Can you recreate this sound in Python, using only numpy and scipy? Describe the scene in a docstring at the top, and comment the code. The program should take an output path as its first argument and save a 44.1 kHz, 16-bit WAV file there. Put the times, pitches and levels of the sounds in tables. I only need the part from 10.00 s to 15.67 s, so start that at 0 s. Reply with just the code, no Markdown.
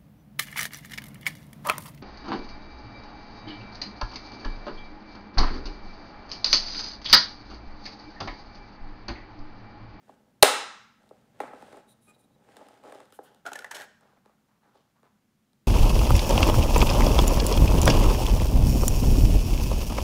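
"""Over a faint wavering appliance hum, hands shift and knock a full tin on a counter in a small hard kitchen.
A hand can opener punches the lid with a loud snap, then three crank turns grind round the rim: rough noise
through ringing tin and steel. Between turns, filtered noise hisses as steel rubs, and a sliding tone squeaks.
A table knife slides under the rim, slips and scrapes on the ringing lid, then lifts it with soft damped rubs.
Every metal sound also excites decaying sparse echoes, the kitchen's ring."""
import sys
import numpy as np
from scipy import signal
from scipy.fft import rfft, irfft, next_fast_len
from scipy.io import wavfile
from scipy.ndimage import uniform_filter1d

SR = 44100
rng = np.random.default_rng(int(sys.argv[2]) if len(sys.argv) > 2 else 0)


def put_to_file(sound):
    """Save the sound as 16-bit audio at rate SR, in the file named by the first command-line argument."""
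    columns = np.atleast_2d(sound).T  # one column per channel
    safe = np.clip(columns, -1, 1)
    whole_steps = np.round(safe * 32767)
    wavfile.write(sys.argv[1], SR, whole_steps.astype(np.int16))


N = 250047  # samples, 5.67 s


def gain_of(db):
    """Decibels to an amplitude factor."""
    return 10 ** (np.asarray(db) / 20)


def evened(x):
    """Scales to rms 1."""
    return x / np.sqrt(np.mean(x ** 2) + 1e-20)


def peaked(sound, db):
    """Sets the peak level."""
    return gain_of(db) * sound / abs(sound).max()


def add(mix, start_s, sound):
    """Places a sound in the mix, cut off at the end."""
    part = mix[round(start_s * SR):][:len(sound)]
    part += sound[:len(part)]


def read(points, hz):
    """Reads a (pitch_hz, value) table on a log frequency axis."""
    point_hz, value = np.transpose(points)
    return np.interp(np.log(hz + 1), np.log(point_hz + 1), value)


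def coloured(x, points):
    """Filters x by the curve of a (pitch_hz, level_db) table."""
    size = next_fast_len(len(x))
    gain = gain_of(read(points, np.fft.rfftfreq(size, 1 / SR)))
    return irfft(rfft(x, size) * gain, size)[:len(x)]


def curve(rows, column, outside):
    """One table column drawn as straight lines over the whole scene."""
    rows = np.array(rows)
    return np.interp(np.arange(N) / SR, rows[:, 0], rows[:, column], outside, outside)


def level(tables, column):
    """The summed gain of several level curves, silent outside them, lightly smoothed."""
    total = sum(gain_of(curve(rows, column, -140)) for rows in tables)
    return uniform_filter1d(total, size=200)


def strokes(rows, column, rise_s, sag_db, fall_s):
    """Each stroke swells from 20 dB down, sags while it is held, and fades by 20 dB."""
    curves = []
    for row in rows:
        start_s, length_s = row[:2]
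        release_s = start_s + max(length_s, 1.1 * rise_s)
        corners_s = (start_s, start_s + rise_s, release_s, release_s + fall_s)
        curves.append(np.c_[corners_s, row[column] + np.array([-20, 0, sag_db, sag_db - 20])])
    return level(curves, column=1)


def resonate(x, hz, width_hz):
    """A resonance of peak gain 1: shifts the (possibly moving) pitch to zero, smooths, and shifts back."""
    turn = np.exp(2j * np.pi * np.cumsum(hz * np.ones(len(x))) / SR)
    pole = np.exp(-np.pi * width_hz / SR)
    smooth = signal.lfilter([1 - pole], [1, -pole], x / turn + 1e-18)
    return 2 * (turn * smooth).real


def ring(modes):
    """Impulse response of a struck body, energy 1; neighbouring modes start in opposite senses."""
    t = np.arange(SR // 8) / SR
    out = np.zeros(len(t))
    for k, (hz, db, t60_s) in enumerate(modes):
        decay = gain_of(db - 60 * t / max(t60_s, .002))
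        out += (-1) ** k * decay * np.sin(2 * np.pi * hz * t)
    return out / np.linalg.norm(out)


def blow(length_s):
    """A short rough push: quick rise, dying noisy chatter."""
    u = np.arange(SR // 30) / SR / max(length_s, .0003)
    return u * np.exp(-2 * u) * rng.standard_normal(len(u))


def firm(length_s, chatter):
    """A blow led by a sharp first contact."""
    push = chatter * peaked(blow(length_s), 0)
    push[0] += 1
    return push


def softened(push, contact_s):
    """A longer contact smooths the push and leaves the high modes quiet."""
    u = np.arange(120) / SR / max(contact_s, .00002) - 2
    return np.convolve(push, np.exp(-u ** 2))


def grit(per_s, spread_db, bed):
    """Stick-slip: sparse uneven snaps over a fine noise bed."""
    snaps = gain_of(spread_db * np.minimum(rng.exponential(1, N), 4))
    snaps *= rng.random(N) < per_s / SR
    return evened(snaps * rng.choice([-1., 1.], N)) + bed * rng.standard_normal(N)


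# room tone spectrum, relative: pitch_hz [Hz], level_db [dB per Hz]
AIR = [(12, -55), (20, -27.5), (59, -13), (90, -22.5), (122, -10), (175, -16.5), (213, -10), (323, -17.5),
       (2090, -25), (4680, -29.5), (7110, -29.5), (7720, -32), (15500, -33.5)]
AIR_DB = -75.5  # rms of the room tone
# appliance drone, balance of its bands: pitch_hz [Hz], width_hz [Hz], level_db [dB]
HUM = [(118, 41, -81.5), (212.5, 30, -76)]
# drone and low air level, which wavers; the background level changes after 3.2 s: time_s [s], level_db [dB rms]
HUM_SWELL = [(0, -67), (.42, -67.5), (1, -67.5), (1.5, -62), (2, -67), (2.4, -68), (2.8, -70), (3.2, -70),
             (3.8, -67.5), (4.5, -72.5), (5.67, -71.5)]


def air():
    """Room tone as shaped noise, and an appliance drone of narrow noise bands that wavers in level."""
    drone = sum(gain_of(db) * evened(resonate(rng.standard_normal(N), hz, width_hz))
                for hz, width_hz, db in HUM)
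    low = resonate(resonate(rng.standard_normal(N), 150, 160), 150, 160)
    wavering = evened(drone + gain_of(-81) * evened(low))
    swell = gain_of(curve(HUM_SWELL, column=1, outside=-75))
    return swell * wavering + gain_of(AIR_DB) * evened(coloured(rng.standard_normal(N), AIR))


# modes of the full tin on the counter, relative levels: pitch_hz [Hz], level_db [dB], t60_s [s]
TIN = [(255, -16, .07), (305, -12, .05), (404, -9.5, .05), (502, -6.5, 0.041), (612, -5, 0.031),
       (825, -2.5, .028), (1092, -6, 0.017), (1316, -6.5, 0.024), (1620, -5, .014), (1960, -1.5, 0.007),
       (2300, -4, .01), (2690, -8, 0.014)]


def crunch(gain):
    """Tearing sheet shakes the tin in small soft lumps that ring its modes."""
    lumps = softened(grit(per_s=400, spread_db=3.5, bed=0.27), .00022)[:N]
    return gain * evened(signal.oaconvolve(lumps, ring(TIN))[:N])


# hands shift and brush the tin: start_s [s], length_s [s], crunch_db [dB], rasp_db [dB]
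SHIFTS = [(0, 0.087, -70, -73.5), (.07, 0.084, -62, -72.5), (.17, 0.27, -71.5, -83.5),
          (.98, 0.36, -68.5, -75), (1.82, 0.19, -68.5, -81), (2.06, 0.052, -61, -69),
          (2.14, 0.17, -69, -89.5), (3.18, .05, -63, -73), (3.24, 0.13, -62.5, -75), (4.0, 0.16, -68, -88),
          (4.63, .06, -66, -88), (4.73, 0.051, -64, -90)]
SHIFT_RISE_S, SHIFT_SAG_DB, SHIFT_FALL_S = .03, -5, .06
# level curves of three crank turns that tear the lid: time_s [s], tin_crunch_db [dB], rim_rasp_db [dB]
TURNS = [
    [(1.33, -72.5, -82), (1.398, -60, -70), (1.412, -46, -56), (1.5, -54, -69), (1.64, -58.5, -62.5),
     (1.75, -53, -64.5), (1.8, -56.5, -65), (1.83, -76, -85)],
    [(2.35, -69.5, -90), (2.5, -62.5, -67.5), (2.61, -53.5, -66), (2.77, -61, -70), (2.828, -63.5, -74)],
    [(2.828, -63, -72), (2.842, -49.5, -63.5), (2.96, -52.5, -63.5), (3.02, -55.5, -67), (3.07, -73, -75),
     (3.12, -78, -76)],
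]
# wheel on the rim, relative spectrum: pitch_hz [Hz], level_db [dB per Hz]
RASP = [(880, -31.5), (1500, -0.5), (2330, -7.5), (3120, -7.5), (4610, -13.5), (4940, -13), (5660, -16.5),
        (8700, -15), (12100, -26), (15500, -29.5)]


def grind():
    """Handling and cutting are heard low through the tin and high as a fine stick-slip rasp."""
    rasp = coloured(grit(per_s=480, spread_db=3.5, bed=1.2), RASP)
    low = level(TURNS, 1) + strokes(SHIFTS, 2, SHIFT_RISE_S, SHIFT_SAG_DB, SHIFT_FALL_S)
    high = level(TURNS, 2) + strokes(SHIFTS, 3, SHIFT_RISE_S, SHIFT_SAG_DB, SHIFT_FALL_S)
    return crunch(low) + high * evened(rasp)


# modes of the steel wheel and arms, relative levels: pitch_hz [Hz], level_db [dB],
# t60_s [s] (ring() holds it to at least 2 ms)
STEEL = [(3000, -5.5, 0.0045), (3460, -3, 0.0058), (3970, -1, 0.0051), (4680, -5.5, .004),
         (5000, -5.5, 0.0059), (5700, -6.5, 0.0035), (6560, -4, 0.0026), (7520, -5.5, 0.0039),
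         (8600, -2, 0.0032), (9670, -5, .005), (10940, -5.5, 0.001), (12200, -7, 0.002),
         (13260, -6.5, 0.0018), (14800, -9, 0.0022)]


def knocks(blows):
    """Every blow rings tin and steel; row 0 is the near sound, rows 1-3 feed three echo tails.

    The room gets each blow's plain ring at equal energy, in one of three echo tails by turns."""
    near, far = np.zeros(N), np.zeros((3, N))
    for k, (start_s, tin_db, steel_db, length_s, contact_s) in enumerate(blows):
        tin_push = softened(firm(length_s, .2), contact_s)
        tin = peaked(signal.fftconvolve(tin_push, ring(TIN)), tin_db)
        steel = peaked(signal.fftconvolve(blow(length_s), ring(STEEL)), steel_db)
        plain_tin = softened(ring(TIN), contact_s)
        plain_tin /= np.linalg.norm(plain_tin)
        for heard, body in (tin, plain_tin), (steel, ring(STEEL)):
            add(near, start_s, heard)
            add(far[k % 3], start_s, np.linalg.norm(heard) * body)
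    return np.vstack([near, far])


# knocks and ticks while cutting and handling, peak levels:
# start_s [s], tin_db [dB], steel_db [dB], contact_s [s]
KNOCKS = [(0.093, -39, -67, 0.00032), (1.091, -63, -54, 0.00012), (1.109, -38.5, -66, 0.00031),
          (1.402, -19.5, -38, 0.00011), (1.412, -57, -47, .00015), (1.434, -31, -60, .00018),
          (1.477, -37, -57, .00015), (1.533, -34.5, -60, 0.00021), (1.624, -37, -49, 0.00017),
          (1.727, -40, -51, .00012), (1.769, -43.5, -53, .00014), (2.487, -47.5, -64, .00014),
          (2.567, -41.5, -42.5, .00015), (2.685, -47.5, -49.5, .00015), (2.836, -43, -55, .00015),
          (2.877, -50, -58, 0.00016), (2.894, -47, -56, .00013), (2.922, -36, -44.5, .00014),
          (2.947, -46, -50, 0.00019), (3.002, -39.5, -47.5, .00011), (3.054, -51, -55, .00015),
          (3.104, -56.5, -57, 0.00018), (3.123, -48, -43, .00013), (3.1884, -32, -59, .00025),
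          (3.346, -55.5, -52, .00015), (4.009, -56, -54, 0.0001), (4.173, -54, -77, .00015),
          (4.258, -48.5, -57, 0.00016), (4.294, -54.5, -68, .00013), (4.753, -53.5, -69, .00025),
          (5.03, -52.5, -61, .00013), (5.054, -58, -66, .00013), (5.532, -66.5, -58, 0.00016)]
# time scale of a -45 dB tin blow; harder blows last longer
KNOCK_S, LONGER_S_PER_DB = 0.0014, .00005


def handling_knocks():
    """Light contacts strike tin and steel, the harder ones for longer."""
    blows = []
    for start_s, tin_db, steel_db, contact_s in KNOCKS:
        length_s = KNOCK_S + LONGER_S_PER_DB * (tin_db + 45)
        blows.append((start_s, tin_db, steel_db, length_s, contact_s))
    return knocks(blows)


# the wheel punches through in stages, peak levels before the bass cut:
# start_s [s], tin_db [dB], steel_db [dB], length_s [s] (time scale of the blow), contact_s [s]
SNAP = [(.4256, -0.5, 5.5, 0.001, 0.000057), (0.4285, -8.5, 3.5, 0.0023, 0.000046),
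        (.4305, 4, -6.5, 0.0011, .00006), (.4450, -11, -20.5, 0.0025, .00006)]
LID_HZ = 580  # the punch shakes the lid more than the deep modes of the full tin


def snap():
    """The punch rings tin and steel in stages, with the deep modes turned down by a gentle high-pass."""
    return signal.lfilter(*signal.butter(1, LID_HZ, "high", fs=SR), knocks(SNAP))


# a short soft low thump under the snap: start_s [s], peak_db [dB], length_s [s] (time to the peak)
THUMP = (.4275, -20.5, .0015)


def thump():
    """One soft low push, a smooth rise and decay."""
    out = np.zeros(N)
    start_s, peak_db, length_s = THUMP
    u = np.arange(SR // 10) / SR / length_s
    add(out, start_s, peaked(u * np.exp(-u), peak_db))
    return out


# steel slides on steel as the grip is reset:
# start_s [s], length_s [s], hiss_db [dB], hiss_centre_hz [Hz], wheel_ring_db [dB]
RUBS = [(1.87, 0.059, -66, 9185, -67.5), (2.005, 0.068, -69, 9910, -83), (2.07, 0.038, -67, 9400, -80),
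        (2.128, 0.024, -76, 9500, -66), (2.175, 0.041, -71, 9200, -79), (2.22, 0.031, -75, 9250, -79),
        (2.3, .055, -88, 9000, -81)]
RUB_RISE_S, RUB_SAG_DB, RUB_FALL_S = .02, -1.5, .015
# the crank pivot squeaks: start_s [s], length_s [s], level_db [dB] (added to each partial's level)
SQUEAK = [(2.068, 0.045, -66)]
# squeak partials: pitch_ratio [times the pitch], level_db [dB]
SQUEAK_TONES = [(1, 3), (2, 5.5), (6.2, -4)]
SQUEAK_HZ, SQUEAK_SAG_HZ_PER_S = 1250, 500  # pitch at the start, and its fall


def rubs():
    """Smooth sliding: a high moving noise band, the ring of the wheel, and one rough falling squeak."""
    hiss, t = rng.standard_normal(N), np.arange(N) / SR
    middles_s = [row[0] + row[1] / 2 for row in RUBS]
    centre_hz = np.interp(t, middles_s, [row[3] for row in RUBS])
    narrow, broad = resonate(hiss, centre_hz, 350), resonate(hiss, centre_hz, 3470)
    high = evened(narrow) + 0.93 * evened(broad)
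    wheel = resonate(hiss, 3880, 120)
    wander_hz = 25 * evened(uniform_filter1d(hiss, size=60))
    pitch_hz = SQUEAK_HZ - SQUEAK_SAG_HZ_PER_S * (t - SQUEAK[0][0]) + wander_hz
    turns = np.cumsum(pitch_hz) / SR
    squeak = sum(gain_of(db) * np.sin(2 * np.pi * ratio * turns) for ratio, db in SQUEAK_TONES)
    loud = strokes(RUBS, 2, RUB_RISE_S, RUB_SAG_DB, RUB_FALL_S)
    rung = strokes(RUBS, 4, RUB_RISE_S, RUB_SAG_DB, RUB_FALL_S)
    squeaking = strokes(SQUEAK, column=2, rise_s=.015, sag_db=0.0, fall_s=.015)
    return loud * evened(high) + rung * evened(wheel) + squeaking * squeak


# the blade slides in under the rim before it lifts: start_s [s], length_s [s], ring_db [dB], high_hiss_db [dB]
SLIDE = [(3.115, 0.029, -64, -80), (3.13, .04, -76, -63.5), (3.225, .025, -74, -62.5),
         (3.245, 0.048, -62.5, -92), (3.3, .1, -73, -98)]
SLIDE_RISE_S, SLIDE_SAG_DB, SLIDE_FALL_S = 0.014, -3.5, 0.029
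# the sliding blade rings, balance of its bands: pitch_hz [Hz], width_hz [Hz], level_db [dB]
SLIDE_BANDS = [(1496.4, 190, 3.5), (1749, 81, -9), (2996, 480, 1), (4033, 45, -18), (4600, 43, -18),
               (9175, 86, -20.5)]


def slide():
    """A smooth metal-on-metal hiss and a few noise-driven ringing bands."""
    hiss = rng.standard_normal(N)
    bands = sum(gain_of(db) * evened(resonate(hiss, hz, width_hz)) for hz, width_hz, db in SLIDE_BANDS)
    high = resonate(resonate(hiss, 10000, 6600), 10000, 6600)
    rung = strokes(SLIDE, 2, SLIDE_RISE_S, SLIDE_SAG_DB, SLIDE_FALL_S)
    loud = strokes(SLIDE, 3, SLIDE_RISE_S, SLIDE_SAG_DB, SLIDE_FALL_S)
    return rung * evened(bands) + loud * evened(high)


# blade on tin, relative spectrum: pitch_hz [Hz], level_db [dB per Hz]
SCRATCH = [(1290, -30.5), (2200, -2), (2510, -6.5), (3500, -3.5), (5100, -9.5), (5360, -12), (6360, -5),
           (7070, -10), (11200, -13.5), (12400, -22), (15500, -27)]
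# the knife rings, relative levels: pitch_hz [Hz], width_hz [Hz], level_db [dB]
BLADE = [(3070, 220, -6), (4154, 140, -8), (5430, 180, -5.5), (6560, 300, -15), (7750, 390, -10),
         (11150, 310, -10.5)]


def scratch(x):
    """Blade on tin: a broad scratch with the ring of the knife."""
    blade = sum(gain_of(db) * resonate(x, hz, width_hz) for hz, width_hz, db in BLADE)
    return coloured(x, SCRATCH) + blade


# the knife drags in two strokes: time_s [s], tin_crunch_db [dB] (before its resonance),
# lid_ring_db [dB], scratch_db [dB]
DRAG = [
    [(3.448, -70.5, -75, -85), (3.456, -46.5, -55, -77), (3.49, -47, -45.5, -78), (3.515, -55, -61, -76),
     (3.55, -48.5, -53, -71), (3.635, -57, -61, -72), (3.67, -55, -58, -83), (3.706, -63, -77, -90)],
    [(3.706, -63, -77, -90), (3.714, -59, -39, -41), (3.738, -51, -52, -73), (3.76, -49.5, -46.5, -52),
     (3.845, -56.5, -51, -62), (3.86, -59.5, -64, -90), (3.92, -72, -83, -92)],
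]
# pitch of the lid as it bends: time_s [s], pitch_hz [Hz]
BEND = [(3.52, 1410), (3.56, 1680), (3.69, 1760), (3.72, 1620), (3.9, 1660)]
# the knife slips on the cut edge, peak levels:
# start_s [s], lid_ring_db [dB], lid_pitch_hz [Hz], scratch_db [dB], length_s [s] (time scale of the slip)
SLIPS = [(3.4544, -36, 1397, -49, 0.0031), (3.4625, -25, 1383, -30, .005), (3.4727, -29, 1414, -37, 0.0033),
         (3.4844, -38, 1380, -55, 0.0028), (3.5181, -32.5, 1433, -42, .0025),
         (3.5316, -36, 1360, -31, .0025), (3.5548, -31, 1716, -31.5, 0.0053),
         (3.574, -55, 1710, -48, 0.0011), (3.5887, -35.5, 1460, -33.5, .003), (3.605, -48, 1330, -47, .004),
         (3.6218, -39, 1447, -48, 0.0022), (3.6445, -28, 1794, -39, .0026), (3.6624, -47, 1820, -53, .003),
         (3.711, -30.5, 1790, -33.5, .0046), (3.7344, -40.5, 1430, -50, .004),
         (3.7446, -38.5, 1480, -32.5, .012), (3.7666, -37.5, 1850, -33, 0.0026),
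         (3.8003, -39, 1690, -38, 0.0013), (3.8081, -39, 1650, -39, .004),
         (3.8183, -39.5, 1440, -36.5, 0.0021)]


def knife():
    """The loose lid rings at a pitch that shifts as the blade bends it; the edge scratches."""
    out = np.zeros(N)
    for start_s, lid_db, hz, scratch_db, length_s in SLIPS:
        push = firm(length_s, 0.32)
        lid = resonate(resonate(push, hz, 125), hz, 260) + 0.38 * resonate(push, hz / 2, 123)
        add(out, start_s, peaked(lid, lid_db))
        add(out, start_s, peaked(scratch(blow(length_s)), scratch_db))
    drag = grit(per_s=4600, spread_db=1.5, bed=1.06)
    dragged_lid = resonate(drag, curve(BEND, column=1, outside=None), 300)
    out += level(DRAG, column=2) * evened(dragged_lid)
    out += level(DRAG, column=3) * evened(scratch(drag))
    return out + resonate(crunch(level(DRAG, column=1)), 680, 860)


# the knife lifts the lid out of the cream: start_s [s], length_s [s], soft_rub_db [dB], airy_brush_db [dB]
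LIFTS = [(3.995, .19, -65, -80), (4.23, .11, -68.5, -86), (4.36, .1, -77, -93), (4.47, .11, -72, -91),
         (4.61, 0.11, -66, -86), (4.73, 0.089, -71, -73.5), (4.83, 0.079, -76, -85), (4.94, .06, -70, -89),
         (5.02, 0.057, -64.5, -84), (5.1, .12, -79, -92)]
LIFT_RISE_S, LIFT_SAG_DB, LIFT_FALL_S = .025, -5, .05
LIFT_HZ, LIFT_WIDTH_HZ, BRUSH_HZ, BRUSH_WIDTH_HZ = 900, 1100, 2817, 3500


def lift():
    """A damped stick-slip rub in the wet lid with a fine brush above it."""
    rub = grit(per_s=610, spread_db=2.5, bed=.8)
    low = resonate(resonate(rub, LIFT_HZ, LIFT_WIDTH_HZ), LIFT_HZ, LIFT_WIDTH_HZ)
    brush = resonate(resonate(rub, BRUSH_HZ, BRUSH_WIDTH_HZ), BRUSH_HZ, BRUSH_WIDTH_HZ)
    soft = strokes(LIFTS, 2, LIFT_RISE_S, LIFT_SAG_DB, LIFT_FALL_S)
    airy = strokes(LIFTS, 3, LIFT_RISE_S, LIFT_SAG_DB, LIFT_FALL_S)
    return soft * evened(low) + airy * evened(brush)


# decay of the small hard kitchen: pitch_hz [Hz], t60_s [s]
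KITCHEN = [(150, 0.13), (300, 0.53), (600, 0.39), (1200, 0.74), (4000, 0.59), (6000, 0.62), (9000, 0.41),
           (11500, .31), (15000, .28)]
KITCHEN_DB, KNIFE_ROOM_DB = -9.5, -14.5  # room send of blows and cutting; of rubs, knife and lift


def kitchen(x):
    """Sparse echoes of random sign, each band dying at its own speed; the tail has energy 1."""
    taps = np.zeros(SR)
    at = np.arange(400, SR - 20, 20)
    taps[at + rng.integers(0, 20, len(at))] = rng.choice([-1., 1.], len(at))
    hz, t, bands = signal.stft(taps, SR, nperseg=256)
    decay = gain_of(-60 * t / read(KITCHEN, hz)[:, None])
    tail = signal.istft(bands * decay, SR, nperseg=256)[1]
    return signal.fftconvolve(x, tail / np.linalg.norm(tail))[:N]


def scene():
    """All sources near the microphone, plus the room; small objects radiate little bass."""
    blows, *far = handling_knocks() + snap()
    cutting = grind()
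    lifting = rubs() + slide() + knife() + lift()
    sent = gain_of(KITCHEN_DB) * cutting + gain_of(KNIFE_ROOM_DB) * lifting
    room = gain_of(KITCHEN_DB) * sum(kitchen(part) for part in far) + kitchen(sent)
    bass_cut = signal.butter(4, 225, "high", fs=SR, output="sos")
    metal = signal.sosfilt(bass_cut, blows + cutting + lifting + room)
    return (metal + thump() + air())[None]


EDGE_HZ = 15700  # upper band limit


def record(dry):
    """The snap overloads the input and clips; then a steep low-pass sets the band limit."""
    clipped = np.clip(dry, -1, 1)
    low_pass = signal.firwin(511, EDGE_HZ, window=("kaiser", 9), fs=SR)
    return signal.oaconvolve(clipped, low_pass[None], "same")


dry = scene()
out = record(dry)
put_to_file(out)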